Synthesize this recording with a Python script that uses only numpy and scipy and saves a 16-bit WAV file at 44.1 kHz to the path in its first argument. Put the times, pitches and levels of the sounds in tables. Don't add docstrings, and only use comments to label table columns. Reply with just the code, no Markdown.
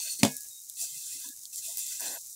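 import sys
import numpy as np
from scipy import signal
from scipy.fft import rfft, irfft, next_fast_len
from scipy.io import wavfile
from scipy.ndimage import uniform_filter1d

SR = 44100
rng = np.random.default_rng(int(sys.argv[2]) if len(sys.argv) > 2 else 0)


def gain_from_decibels(decibels):
    exponent = np.asarray(decibels, float) / 20
    return 10 ** exponent


def wav_out(sig):
    wavfile.write(sys.argv[1], SR, np.round(np.clip(np.atleast_2d(sig).T, -1, 1) * 32767).astype(np.int16))


N = 103635

# (time [s], sizzle level [dB])
HEAT = [(0, -48), (.3, -42), (.45, -43), (0.659, -48), (0.801, -43.5), (1.4, -46.5), (1.52, -47),
        (1.798, -43), (2.35, -44)]
# (frequency [Hz], density [dB per Hz])
SIZZLE_SPECTRUM = [(3000, -40.5), (3700, -12.5), (4400, -14.5), (5700, -5), (7200, -1.5), (11000, -6.5),
                   (15500, -9)]
# (time [s], pressure level [dB], weight of the low blade body [dB])
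STROKES = [
    [(0, -35.5, -13), (.04, -33.5, -18), (.08, -35.5, -10), (.135, -35, -19.5), (.15, -39.5, -15),
     (.185, -42.5, -23), (.198, -35, -12), (.228, -51, -7.5)],
    [(.765, -45, -10), (.815, -31, -21), (.845, -35, -16), (.88, -41.5, -12.5), (1.02, -41, -15),
     (1.13, -38, -12.5), (1.19, -41.5, -13), (1.26, -40, -12.5), (1.33, -53, -9.5)],
    [(1.527, -38.5, -14), (1.565, -41.5, -26), (1.58, -33.5, -22), (1.615, -44.5, -13.5),
     (1.655, -35, -13.5), (1.7, -37, -16), (1.772, -43, -11)],
    [(1.769, -37.5, -13.5), (1.8, -34, -16), (1.845, -40, -12.5), (1.92, -35, -13.5), (2.0, -43, -11)],
    [(1.995, -37.5, -28.5), (2.02, -35, -12.5), (2.06, -34.5, -10), (2.12, -37.5, -14.5),
     (2.165, -42.5, -8.5), (2.2, -51, -14)],
]
# (frequency [Hz], density [dB per Hz])
EDGE_SPECTRUM = [(2500, -45), (4100, -8.5), (5300, -1.5), (7300, 2.5), (11300, -3.5), (15500, -4.5)]
# (centre [Hz], width [Hz], level [dB])
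BODY_MODES = [(1640, 410, -8), (2038, 350, -3.5), (2623, 364, 1), (3239, 700, -4.5), (3583, 510, -1.5),
              (4078, 930, -2.5)]
# (centre [Hz], width [Hz], level [dB])
BLADE_UNDER_BREAD = [(4380, 100, 14), (5900, 120, 3), (6260, 200, 0), (7000, 150, -3), (7800, 120, -3),
                     (8730, 180, 4)]
# (centre [Hz], width [Hz], level [dB])
BLADE_ON_BREAD = [(4700, 94, 4), (5500, 43, 2), (5970, 65, 5), (7420, 640, -2), (8740, 150, -19),
                  (9370, 600, -4), (10200, 85, -7.5)]
# (time [s], length [s], centre [Hz], width [Hz], level [dB])
RUBS = [(0, 0.012, 970, 305, -51.5), (0.045, 0.058, 580, 307, -62), (0.186, 0.083, 231, 193, -50),
        (0.81, 0.052, 692, 122, -58.5), (0.909, 0.077, 135, 38.7, -64.5), (1.121, 0.075, 287, 119, -65),
        (1.132, 0.061, 62, 40.4, -57.5), (1.236, 0.051, 984, 117, -59), (1.247, .065, 258, 93, -58.5),
        (1.228, 0.12, 1672, 62.3, -62.5), (1.653, 0.075, 638, 94, -57), (1.687, 0.118, 914, 150, -64),
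        (1.998, 0.19, 596, 634, -51), (1.999, 0.15, 260, 191, -59.5), (1.989, 0.192, 1623, 520, -53.5),
        (2.16, 0.024, 1000, 151.4, -59), (.5, 0.13, 3780, 90, -60), (2.127, 0.045, 11770, 197.4, -43),
        (2.066, 0.037, 4130, 120, -44.5)]
# (time [s], crack level [dB], ring level [dB])
KNOCKS = [
    (.2317, 0, 0),
    (.2494, -7, -5),
    (.263, -20, -16),
]
# (frequency [Hz], density [dB per Hz])
CRACK_SPECTRUM = [(250, -19.5), (900, 5.5), (1400, -9.5), (3700, -3.5), (5800, -3), (7400, -2), (10000, -7),
                  (15500, -18.5)]
IRON_HZ = [148, 212, 254, 375, 460, 558, 619, 670, 807, 924]
# (level [dB], 60 dB decay time [s])
IRON_MODES = [(-7.5, 0.17), (5, 0.081), (0.5, 0.21), (-10, .1), (-26, 0.31), (-6, 0.11), (-31.5, .4),
              (-6, 0.08), (-10, 0.023), (-27.5, .05)]
STEEL_HZ = [1677, 2202, 2493, 2750, 3045, 3434, 3505]
# (level [dB], 60 dB decay time [s])
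STEEL_MODES = [(-8, .8), (-9, .35), (-6, .28), (-10, .22), (-10, .18), (1, .14), (-4, .14)]
# (time [s], peak level [dB], centre [Hz])
POPS = [(.3174, -23.5, 10200), (0.3665, -18.5, 9300), (0.4064, -25.5, 8000), (0.4856, -28, 8900),
        (0.617, -31, 11000), (0.6974, -20.5, 8800), (1.2875, -23.5, 9410), (1.3638, -31, 9000),
        (1.4341, -27.5, 7000), (1.4534, -26, 6020), (1.5582, -18.5, 8770), (1.7714, -16, 11300),
        (1.7814, -17, 12000), (1.7914, -18.5, 11300), (1.8314, -24.5, 12000), (1.8647, -21, 8100),
        (1.9764, -53.5, 9000), (2.0058, -19.5, 12000)]
# (frequency [Hz], level per bin [dB])
GATE = [(100, -80), (600, -76), (1050, -75), (1250, -63), (1500, -79), (2100, -79), (2300, -72),
        (2600, -79), (5000, -92)]
# (frequency [Hz], density [dB per Hz])
AIR_SPECTRUM = [(20, -6.5), (60, -7.5), (150, -7), (300, -15.5), (1030, -18.5), (1250, -20.5),
                (2000, -15.5), (4000, -10)]


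def evened(x):
    return x / np.sqrt(np.mean(x ** 2) + 1e-20)


def colour(x, points):
    f, db = np.transpose(points)
    size = next_fast_len(len(x) + 2048)
    hz = np.fft.rfftfreq(size, 1 / SR)
    gain = gain_from_decibels(np.interp(np.log(hz + 1), np.log(f + 1), db))
    return irfft(rfft(x, size) * gain, size)[:len(x)]


def resonate(x, hz, width):
    r = np.exp(-np.pi * width / SR)
    w = 2 * np.pi * min(hz, SR / 2.1) / SR
    return signal.lfilter([(1 - r * r) / 2, 0, (r * r - 1) / 2], [1, -2 * r * np.cos(w), r * r], x)


def add(mix, s, sound):
    part = mix[round(s * SR):][:len(sound)]
    part += sound[:len(part)]


def grains(spread_db, per_s):
    u = rng.random((N, 3))
    size = gain_from_decibels(spread_db * np.minimum(-np.log(u[:, 0] + 1e-9), 5))
    present = u[:, 1] < per_s / SR
    sign = np.sign(u[:, 2] - .5)
    return evened(size * present * sign)


def drift(seconds):
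    size = max(int(seconds * SR), 2)
    return evened(uniform_filter1d(uniform_filter1d(rng.standard_normal(N), size), size))


def sizzle():
    s, db = np.transpose(HEAT)
    bubbles = grains(spread_db=4.5, per_s=3000)
    fizz = bubbles + gain_from_decibels(-3.5) * 2 * rng.standard_normal(N)
    heat_db = np.interp(np.arange(N) / SR, s, db) + 0.59 * drift(0.0053)
    return evened(colour(fizz, SIZZLE_SPECTRUM)) * gain_from_decibels(heat_db)


def scrape():
    ring_db, stutter_db = 2, 0.5
    out, t = np.zeros(N), np.arange(N) / SR
    grit = evened(grains(spread_db=0, per_s=8000) + 0.42 * rng.standard_normal(N))
    grit = grit * gain_from_decibels(stutter_db * drift(0.002))
    body = np.zeros(N)
    for hz, width, db in BODY_MODES:
        mode = resonate(resonate(grit, hz, width), hz, width)
        body += mode * gain_from_decibels(db + 1.9 * drift(0.048))
    body = evened(body)
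    for stroke, blade in zip(STROKES, [BLADE_UNDER_BREAD] + 4 * [BLADE_ON_BREAD]):
        s, db, weight_db = np.transpose(stroke)
        rings = sum(resonate(grit, hz, width) * gain_from_decibels(3.2 * drift(.03) + peak_db) for hz, width, peak_db in blade)
        edge = evened(colour(grit + gain_from_decibels(ring_db) * rings, EDGE_SPECTRUM))
        since_touch = t - s[0] + (s[0] == 0)
        touch = np.clip(np.minimum(since_touch, s[-1] - t) / 0.0022, 0, 1)
        weight = gain_from_decibels(np.interp(t, s, weight_db))
        out += touch * gain_from_decibels(np.interp(t, s, db)) * (edge + weight * body)
    return out


def rubs():
    out = np.zeros(N)
    for (s, length, hz, width, db), noise in zip(RUBS, rng.standard_normal((len(RUBS), 12000))):
        settled = resonate(resonate(noise, hz, width), hz, width)[2000:]
        band = evened(settled)[:int(length * SR)]
        swell = signal.windows.tukey(len(band), min(0.025 / length, 1))
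        add(out, s, gain_from_decibels(db) * band * swell)
    return out


def modal_ring(t, pitches, modes, level_db):
    return sum(gain_from_decibels(level_db + db - 60 * t / t60) * np.sin(2 * np.pi * hz * t)
               for hz, (db, t60) in zip(pitches, modes))


def knock():
    crack_db, crack_t60 = -7, .013
    rattle_db, rattle_t60 = -22.5, 0.18
    damped_s = .5
    out, t = np.zeros(N), np.arange(SR // 2) / SR
    decay = gain_from_decibels(crack_db - 60 * t / crack_t60) + gain_from_decibels(rattle_db - 60 * t / rattle_t60)
    ring = modal_ring(t, IRON_HZ, IRON_MODES, -17) + modal_ring(t, STEEL_HZ, STEEL_MODES, -38)
    ring = ring * np.minimum(t / 0.001197, 1)
    for (s, hit_db, ring_db), noise in zip(KNOCKS, rng.standard_normal((len(KNOCKS), SR // 2))):
        bright = 2 * np.tanh(evened(colour(noise, CRACK_SPECTRUM)) / 2)
        crack = bright * np.minimum(t / .001, 1) * decay
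        damping = np.clip((damped_s - s - t) / 0.032, 0, 1)
        add(out, s, gain_from_decibels(hit_db) * crack + gain_from_decibels(ring_db) * ring * damping)
    return out


def pops():
    pop_t60, spray_db, spray_t60 = .003, -22, 0.053
    out, t = np.zeros(N), np.arange(3000) / SR
    for (s, db, hz), noise in zip(POPS, rng.standard_normal((len(POPS), 3000))):
        snap = (t == 0) + 0.53 * noise * gain_from_decibels(-60 * t / pop_t60)
        spray = noise * gain_from_decibels(spray_db - 60 * t / spray_t60)
        burst = resonate(snap + spray, hz, hz * 1.1)
        burst = signal.sosfilt(signal.butter(3, hz * .5, "high", fs=SR, output="sos"), burst)
        add(out, s + 0.001, gain_from_decibels(db) * burst / abs(burst).max())
    return out


def scene():
    mono = sizzle() + scrape() + rubs() + knock() + pops()
    return np.array([mono, mono])


def suppress(mono):
    hz, _, z = signal.stft(mono, SR, nperseg=1024, noverlap=768)
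    power = uniform_filter1d(uniform_filter1d(abs(z) ** 2, size=3, axis=0), size=7, axis=1)
    f, db = np.transpose(GATE)
    limit = gain_from_decibels(2 * np.interp(np.log(hz + 1), np.log(f), db))[:, None]
    keep = np.maximum(1 - limit / (abs(power) + 1e-20), gain_from_decibels(-22))
    return signal.istft(z * keep, SR, nperseg=1024, noverlap=768)[1][:N]


def residue(mono):
    air_db, follow = -71.5, .4
    power = abs(uniform_filter1d(mono ** 2, size=2000))
    level_db = np.clip(10 * np.log10(power + 1e-9) + 42, -12, 8)
    noise = colour(rng.standard_normal(N), AIR_SPECTRUM + [(8000, -77.5)])
    air = signal.stft(noise, SR, nperseg=1024, noverlap=768)[2]
    patches = uniform_filter1d(rng.standard_normal(air.shape), size=4, axis=0)
    holes = evened(uniform_filter1d(patches, size=16, axis=1))
    air = air * gain_from_decibels(-9 * np.clip(holes - .3, 0, 2))
    air = signal.istft(air, SR, nperseg=1024, noverlap=768)[1][:N]
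    return gain_from_decibels(air_db + follow * level_db + 2.8 * drift(.03)) * evened(air)


def low_pass(x):
    return signal.sosfilt(signal.butter(12, 16640, fs=SR, output="sos"), x)


def record(dry):
    mono = signal.sosfilt(signal.butter(4, 95, "high", fs=SR, output="sos"), dry[0])
    mono = suppress(mono)
    mono = mono + residue(mono)
    top_cut = signal.firwin(511, 15750, window=("kaiser", 9), fs=SR)
    mono = signal.oaconvolve(mono, top_cut, "same")
    return low_pass(np.array([mono, mono]))


dry = scene()
out = record(dry)
wav_out(out)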